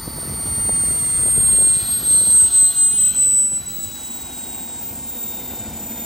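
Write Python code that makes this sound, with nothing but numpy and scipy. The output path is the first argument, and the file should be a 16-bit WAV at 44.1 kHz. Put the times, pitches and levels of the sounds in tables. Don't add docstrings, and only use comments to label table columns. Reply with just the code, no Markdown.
import sys
import numpy as np
from scipy import signal
from scipy.fft import rfft, irfft
from scipy.io import wavfile
from scipy.ndimage import map_coordinates

SR = 44100
rng = np.random.default_rng(int(sys.argv[2]) if len(sys.argv) > 2 else 0)


def output_pcm(signal):
    pcm = np.clip(np.atleast_2d(signal).T, -1, 1) * 32767
    wavfile.write(sys.argv[1], SR, np.round(pcm).astype(np.int16))


N = 266805
TIME_S = np.arange(N) / SR
BINS_HZ = np.arange(N // 2 + 1) * SR / N

# centre in seconds, level in dB, half length in seconds (to 1/e of power).
GUSTS = [(0.34, -33.5, 0.25), (0.75, -33, 0.3), (1.15, -35.5, 0.18), (1.497, -35, 0.17), (1.87, -39, 0.089),
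         (2.17, -36.5, 0.32), (3.137, -43, 0.23), (3.75, -41, 0.15), (4.93, -43, 0.15), (5.7, -40.5, 0.19)]
BREEZE_DB = -50
# time in seconds, level in dB, push time in seconds (long thuds, short knocks).
BUFFETS = [(.079, -16.5, 0.00051), (.106, -27, 0.00078), (.163, -28.5, 0.00097), (0.186, -25, 0.00032),
           (.231, -28, 0.0005), (.277, -25, 0.00057), (.297, -27, 0.00042), (0.323, -22.5, 0.00064),
           (.343, -27.5, 0.00062), (0.384, -28, 0.0016), (.433, -29.5, 0.00055), (.474, -28.5, 0.00029),
           (0.487, -28.5, 0.00029), (.516, -35.5, 0.00037), (0.583, -20, 0.0013), (0.605, -27, 0.0027),
           (.653, -29, 0.00066), (0.684, -25, 0.00092), (.694, -16.5, 0.00032), (.704, -25.5, .0006),
           (0.733, -25, 0.0032), (.75, -28, 0.00091), (0.78, -24, 0.00072), (.806, -30.5, 0.0012),
           (0.838, -22, 0.00047), (0.886, -26, 0.00072), (.911, -19, 0.00065), (.961, -28, 0.00049),
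           (.981, -30, 0.00046), (1.027, -25, 0.00088), (1.151, -25.5, 0.0015), (1.199, -28, 0.00069),
           (1.234, -26, 0.00054), (1.264, -21, 0.00039), (1.284, -21, 0.00039), (1.365, -25.5, 0.00059),
           (1.379, -19.5, 0.00048), (1.386, -21.5, 0.002), (1.405, -25.5, 0.0024), (1.432, -26, 0.00083),
           (1.448, -29, 0.0027), (1.489, -26.5, 0.0003), (1.533, -24.5, 0.00078), (1.549, -25.5, 0.00059),
           (1.573, -30, 0.00071), (1.586, -19, 0.00049), (1.611, -23, 0.00048), (1.619, -30, 0.00043),
           (1.624, -23, 0.00044), (1.648, -25, 0.00062), (1.674, -22, 0.00067), (1.77, -21.5, 0.0013),
           (1.793, -28, 0.00039), (1.832, -28.5, 0.0024), (1.891, -28, .0013), (2.032, -26.5, 0.00056),
           (2.075, -26.5, 0.00059), (2.111, -26, 0.00055), (2.145, -28.5, 0.00046), (2.216, -25.5, 0.00055),
           (2.238, -27.5, 0.00069), (2.273, -22.5, 0.00037), (2.284, -27.5, 0.0007), (2.303, -28, 0.00027),
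           (2.451, -28.5, .0006), (2.629, -26, .0005), (2.941, -27, 0.00071), (3.175, -28, 0.00089),
           (3.271, -32, .0006), (3.4, -29.5, 0.00028), (3.52, -30, 0.0004), (3.533, -32, 0.0012),
           (3.679, -33.5, 0.00078), (3.788, -33, 0.00083)]

# frequency in Hz, relative density in dB.
WIND_SPECTRUM = [(25, -37.5), (48, 1), (75, 2.5), (130, -3), (300, -13), (600, -26.5), (1100, -27),
                 (2500, -35.5)]
EDDY_SPECTRUM = [(40, -27.5), (150, 1.5), (700, -10.0), (1200, -23.0), (3000, -37.5), (15000, -73.0)]
FIELD_SPECTRUM = [(30, -25.5), (120, 9.5), (300, 17.5), (700, -34.0), (1700, -13), (2600, -16.5),
                  (12000, -44), (16000, 0.5)]
ROAR_SPECTRUM = [(30, -17.5), (70, -7), (150, -18), (240, 1.5), (300, -4), (360, -5), (430, -14),
                 (580, -16), (720, -13.5), (950, -18), (1180, -30), (1500, -24.5), (2500, -23.5),
                 (5000, -32), (16000, -54)]
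RUSH_SPECTRUM = [(200, 6.5), (700, -7.5), (1000, 1), (1220, 0.5), (1500, -3.5), (1700, -2), (1950, -1),
                 (2500, -16.5), (3000, -23), (5000, -9.5), (12000, -26)]
INTAKE_SPECTRUM = [(1800, -37.5), (2600, -16), (3200, -4.5), (3750, -1.5), (4350, -1.5), (4900, -5.5),
                   (5600, -16.5), (7200, -8), (8400, -1), (9500, -34), (16000, -9)]
HISS_SPECTRUM = [(1000, -12), (2550, -9), (2950, -5.5), (3400, -9), (4200, -5.5), (4700, -7), (5600, -4),
                 (6600, 0), (8200, 3.5), (9500, .5), (11000, 2.5), (12800, -3), (14200, -2.5), (16000, -5)]
FIZZ_SPECTRUM = [(10000, -44.5), (12000, -3), (14000, 2.5), (16000, -15.5)]

# time in seconds, factor on the listed frequencies.
ROAR_SLIDE = [(0, 0.93), (3.1, 0.92), (4.2, 1.01), (5.0, .99), (6.05, 0.94)]
INTAKE_SLIDE = [(0, 1.14), (1.5, 0.92), (2.2, 0.99), (2.65, 0.96), (3.0, .8), (3.6, 0.72), (6.05, 1.21)]
# time in seconds, change in dB.
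ROAR_CHANGE = [(0, -1), (3.3, 0), (3.75, -2.5), (4.5, 1.5), (5.2, -2), (5.55, 1), (6.05, 0.5)]

# time in seconds, delay in seconds.
GROUND_LAG = [(0, 0.001), (1, 0.0011), (2.6, 0.001355), (6.05, 0.0013)]
# frequency in Hz, phase in radians.
PORT_PHASE = [(20, .2), (600, .2), (1000, 0), (1480, 0), (1680, -2.1), (1920, 0), (2780, 0), (2980, .75),
              (4100, .6), (4300, 0), (6200, 0), (6860, .55), (8000, 5.6), (8350, 5.9), (9450, 5.5),
              (9850, 3.8), (11500, 3), (13900, 0), (14700, 0), (15700, -1.1)]
# time in seconds, angle in degrees.
HEADING = [(0, -62), (1, -48), (2, -20), (2.5, 0), (3.5, 42), (4, 56), (6.05, 78)]

# level inside in dB, level outside in dB, aim in degrees, half width in degrees, edge steepness.
ORDER_BEAMS = [(-26, -44, -6.5, 12.1, 2.9), (-9.5, -32, -5, 49.5, 17.3), (-25.5, -44, -2, 37, 2.9),
               (-84, -33.5, -20.5, 67.4, 110)]
BEARING_BEAM = (-45.5, -72, 53.5, 6.5, -1)
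ROAR_BEAM = (-46, -21.5, -41.5, 104, 7.5)
RUSH_BEAM = (-41.5, -45.5, -25, 63, 2.5)
INTAKE_BEAM = (-33.5, -46.5, -1.5, 35, 5)
HISS_BEAM = (-39.5, -33.5, 4, 45, 15.5)
FIZZ_BEAM = (-39, -66, -3, 45.5, 9.5)
SCATTER_BEAM = (-23, -7, -11.5, 53, 18)

# time in seconds, shaft order (0 = hiss), change in dB, half width in seconds (to 1/e).
NULLS = [(0.05, 0, -15.5, 1), (1.72, 0, -10, 0.055), (3.75, 0, 0.5, 0.46), (1.33, 1, -7.5, 0.14),
         (2.02, 1, -20, 0.1), (2.406, 1, -30, 0.52), (2.71, 1, 4.5, 0.059), (2.95, 1, -5.5, 0.13),
         (3.45, 1, -32, 0.31), (3.3, 1, -1.5, .1), (3.68, 1, 3.5, 0.063), (4.937, 1, -28, 0.24),
         (5.81, 1, -10.5, 0.28), (.07, 2, -5.5, 0.31), (.205, 2, 4, 0.033), (1.03, 2, -4, 0.21),
         (1.22, 2, -6, 0.6), (1.847, 2, -14, 0.14), (2.02, 2, -21.5, 0.11), (2.13, 2, 1, 0.046),
         (2.249, 2, -6, 0.083), (2.503, 2, -18.5, 0.057), (2.736, 2, -22, 0.082), (2.82, 2, 1.4, .04),
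         (2.941, 2, -8.5, 0.11), (3.136, 2, -23, 0.072), (3.3, 2, -5, 0.12), (3.49, 2, -5, 0.08),
         (3.625, 2, -12.5, 0.048), (3.652, 2, -37, 0.012), (3.73, 2, -6, 0.05), (3.779, 2, -24, 0.0098),
         (3.83, 2, 7, 0.022), (3.95, 2, -5.5, 0.14), (4.3, 2, -6, 0.084), (5.26, 2, 6.5, 0.055),
         (5.72, 2, -5, .06), (.763, 3, -50, 0.07), (1.169, 3, -7, 0.089), (1.72, 3, -11.5, 0.16),
         (1.95, 3, 3, .05), (2.2, 3, -3.5, .1), (2.53, 3, -11.5, 0.52), (2.8, 3, -11, .04),
         (2.945, 3, -21, 0.15), (3.03, 3, 5.5, 0.05), (3.2, 3, -6, .06), (3.53, 3, -8, .08),
         (3.76, 4, 7.5, 0.05), (4.0, 4, -15, 0.042), (4.13, 4, 6, .04), (4.3, 4, -6, 0.57),
         (4.75, 4, -22, 0.081), (4.86, 4, 6, 0.056), (5.24, 4, 2.5, .07), (5.0, 4, -10, 0.11),
         (5.7, 4, -13, 0.22)]
# frequency at the start in Hz, drift in Hz per s, half width in Hz, level in dB, aim in degrees,
# half width of the aim in degrees.
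DUCT_MODES = [(232, -0.5, 70, -45.5, 34.5, 18), (399, -0.5, 31, -57.5, -4, 35),
              (492, 0, 36, -49.5, 76.5, 8.2), (720, 0, 45, -52, -10.5, 25),
              (910, -0.5, 95, -51.5, 71.5, 14), (890, -0.5, 44, -51.5, -61, 9),
              (998, -0.5, 170, -52.5, 7.5, 10), (1270, 70, 110, -50.5, -22.5, 42),
              (2060, -80, 90, -52, -37.5, 16), (2292, -130, 90, -51.5, -46.5, 10),
              (2570, -60, 110, -54.5, -30.5, 9), (2550, -0.5, 170, -56, 30, 5.5),
              (3140, 0, 140, -48, 22.5, 5.1), (4204, -21, 610, -42, -15.5, 9.5),
              (4125, -19.5, 270, -47.5, 17, 12)]

SHAFT_HZ, SPOOL_DOWN_PER_S = 4486, .0361
IDLE_S, IDLE_BLEND_S, IDLE_EASE_HZ_PER_S = 5.344, .15, 35.7
TAXI_M_S, PASSES_S, PASS_WIDTH_S, SOUND_M_S = 1.5, 4.132, .353, 343
BEARING_ORDER = 2.143
FLOW_POWER = 4
TOP_HZ = 15900


def undb(db):
    return 10 ** (np.asarray(db) / 20)


def curve(rows):
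    return np.interp(TIME_S, *np.transpose(rows))


def unit(x):
    return x / np.sqrt(np.mean(x ** 2))


def walk(hz):
    return unit(irfft(rfft(rng.standard_normal(N)) / (1 + (BINS_HZ / hz) ** 4), N))


def colour(x, spectrum):
    hz, db = np.transpose(spectrum)
    gain = undb(np.interp(np.log(BINS_HZ + 1), np.log(hz), db))
    gain = gain * BINS_HZ / (BINS_HZ + 10)
    return unit(irfft(rfft(x) * gain, N))


def turbulence(spectrum, flicker_db, flicker_hz):
    flicker = undb(flicker_db * walk(flicker_hz))
    return colour(rng.standard_normal(N) * flicker, spectrum)


def read(x, seconds):
    return map_coordinates(x, [seconds * SR], order=3, mode="grid-wrap")


def beam(inside_db, outside_db, aim_deg, width_deg, steepness):
    off_aim = np.abs((curve(HEADING) - aim_deg) / width_deg)
    inside = 1 / (1 + off_aim ** steepness)
    return undb(outside_db + (inside_db - outside_db) * inside)


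def cancelling(order):
    power = np.ones(N)
    for s, row_order, db, width_s in NULLS:
        if round(row_order) == order:
            power = power * (1 + (undb(db) ** 2 - 1) * np.exp(-((TIME_S - s) / width_s) ** 2))
    return np.sqrt(power)


def shaft_hz():
    ease = IDLE_EASE_HZ_PER_S * IDLE_BLEND_S * np.logaddexp(0, (TIME_S - IDLE_S) / IDLE_BLEND_S)
    doppler = 1 - TAXI_M_S / SOUND_M_S * np.tanh((TIME_S - PASSES_S) / PASS_WIDTH_S)
    return (SHAFT_HZ * np.exp(-SPOOL_DOWN_PER_S * TIME_S) + ease) * doppler


def airflow(shape):
    return beam(*shape) * (shaft_hz() / SHAFT_HZ) ** FLOW_POWER


def field_noise(level_db=-52.0):
    return undb(level_db) * colour(rng.standard_normal(N), FIELD_SPECTRUM)


def gusts():
    power = undb(BREEZE_DB) ** 2
    for s, db, length_s in GUSTS:
        power = power + undb(db) ** 2 * np.exp(-((TIME_S - s) / length_s) ** 2)
    return np.sqrt(power)


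def port_eddies(level_db=-13.5):
    return gusts() * undb(level_db) * turbulence(WIND_SPECTRUM, flicker_db=4.5, flicker_hz=30)


def wind(swirl_s=0.0063, swirl_db=-13, crackle_db=-9):
    rumble = turbulence(WIND_SPECTRUM, flicker_db=2.5, flicker_hz=28.6)
    crackle = turbulence(EDDY_SPECTRUM, flicker_db=5.5, flicker_hz=80)
    out = gusts() * (rumble + undb(crackle_db) * crackle)
    swirl = colour(rng.standard_normal(N), EDDY_SPECTRUM)
    for s, db, push_s in BUFFETS:
        age_s = TIME_S - s
        near = np.abs(age_s) < .05
        u = age_s[near] / push_s
        push = u * np.exp((1 - u ** 2) / 2)
        fade = np.exp(-np.abs(age_s[near]) / swirl_s)
        out[near] += undb(db) * (0.86 * push + undb(swirl_db) * swirl[near] * fade)
    return out


def surroundings(x, return_db=-13, decay_s=0.011):
    tail = rng.standard_normal(SR // 2) * np.exp(-TIME_S[:SR // 2] / decay_s)
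    return undb(return_db) * signal.fftconvolve(x, tail / np.linalg.norm(tail))[:N]


def reflections(x, ground_db=-13, ground_hz=5000, airframe_db=-19, drift_per_s=0.0147, short_hz=800, count=7):
    dull = irfft(rfft(x) / (1 + (BINS_HZ / ground_hz) ** 2), N)
    out = x + undb(ground_db) * read(dull, TIME_S - curve(GROUND_LAG))
    short = signal.sosfilt(signal.butter(2, short_hz, "high", fs=SR, output="sos"), x)
    lags_s = rng.uniform(0.001996, .011, count)
    for lag_s, side in zip(lags_s, rng.choice([-1, 1], count)):
        moving_lag_s = lag_s * (1 + side * drift_per_s * TIME_S)
        out = out + undb(airframe_db) * read(short, TIME_S - moving_lag_s)
    return out / np.sqrt(1 + undb(ground_db) ** 2 + count * undb(airframe_db) ** 2)


def duct_modes(steepness=5):
    out = 0
    for hz, drift_hz_per_s, width_hz, db, aim_deg, spread_deg in DUCT_MODES:
        phase = 2 * np.pi * np.cumsum(hz + drift_hz_per_s * TIME_S) / SR
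        band = unit(walk(width_hz) * np.cos(phase) + walk(width_hz) * np.sin(phase))
        off_aim = np.abs((curve(HEADING) - aim_deg) / spread_deg)
        out = out + band * undb(db) / np.sqrt(1 + off_aim ** steepness)
    return out


def exhaust():
    flow = turbulence(ROAR_SPECTRUM, flicker_db=1.2, flicker_hz=25)
    slid = read(flow, np.cumsum(curve(ROAR_SLIDE)) / SR)
    roar = airflow(ROAR_BEAM) * undb(curve(ROAR_CHANGE)) * slid
    rush = airflow(RUSH_BEAM) * turbulence(RUSH_SPECTRUM, flicker_db=1.36, flicker_hz=39)
    return roar + rush


def intakes():
    flow = turbulence(INTAKE_SPECTRUM, flicker_db=1.5, flicker_hz=25)
    ducts = airflow(INTAKE_BEAM) * read(flow, np.cumsum(curve(INTAKE_SLIDE)) / SR)
    hiss = airflow(HISS_BEAM) * cancelling(0) * turbulence(HISS_SPECTRUM, flicker_db=.3, flicker_hz=15)
    fizz = airflow(FIZZ_BEAM) * turbulence(FIZZ_SPECTRUM, flicker_db=2.0, flicker_hz=30)
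    return ducts + hiss + fizz


def partial(phase, scatter, flutter_hz=52, skirt_hz=130, skirt_db=-13):
    slow = walk(flutter_hz) + 1j * walk(flutter_hz)
    fast = walk(skirt_hz) + 1j * walk(skirt_hz)
    wave = np.sqrt(2) + scatter * (slow + undb(skirt_db) * fast)
    return np.real(wave * np.exp(1j * phase)) / np.sqrt(1 + scatter ** 2)


def whine(first_scatter_db=-12):
    phase = 2 * np.pi * np.cumsum(shaft_hz()) / SR
    scatter = beam(*SCATTER_BEAM)
    out = beam(*BEARING_BEAM) * partial(BEARING_ORDER * phase, scatter)
    for order, shape in enumerate(ORDER_BEAMS, 1):
        order_scatter = scatter if order > 1 else undb(first_scatter_db)
        out = out + beam(*shape) * cancelling(order) * partial(order * phase, order_scatter)
    return out


def scene():
    flow = reflections(exhaust() + intakes()) + duct_modes()
    shared = rfft(whine() + flow + wind())
    lead = np.exp(.5j * np.interp(BINS_HZ, *np.transpose(PORT_PHASE)))
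    channels = []
    for shift in (lead, lead.conj()):
        arriving = irfft(shared * shift, N)
        channels.append(arriving + surroundings(flow) + port_eddies() + field_noise())
    return np.array(channels)


def record(dry):
    return signal.sosfiltfilt(signal.ellip(12, .05, 70, TOP_HZ, fs=SR, output="sos"), dry)


dry = scene()
out = record(dry)
output_pcm(out)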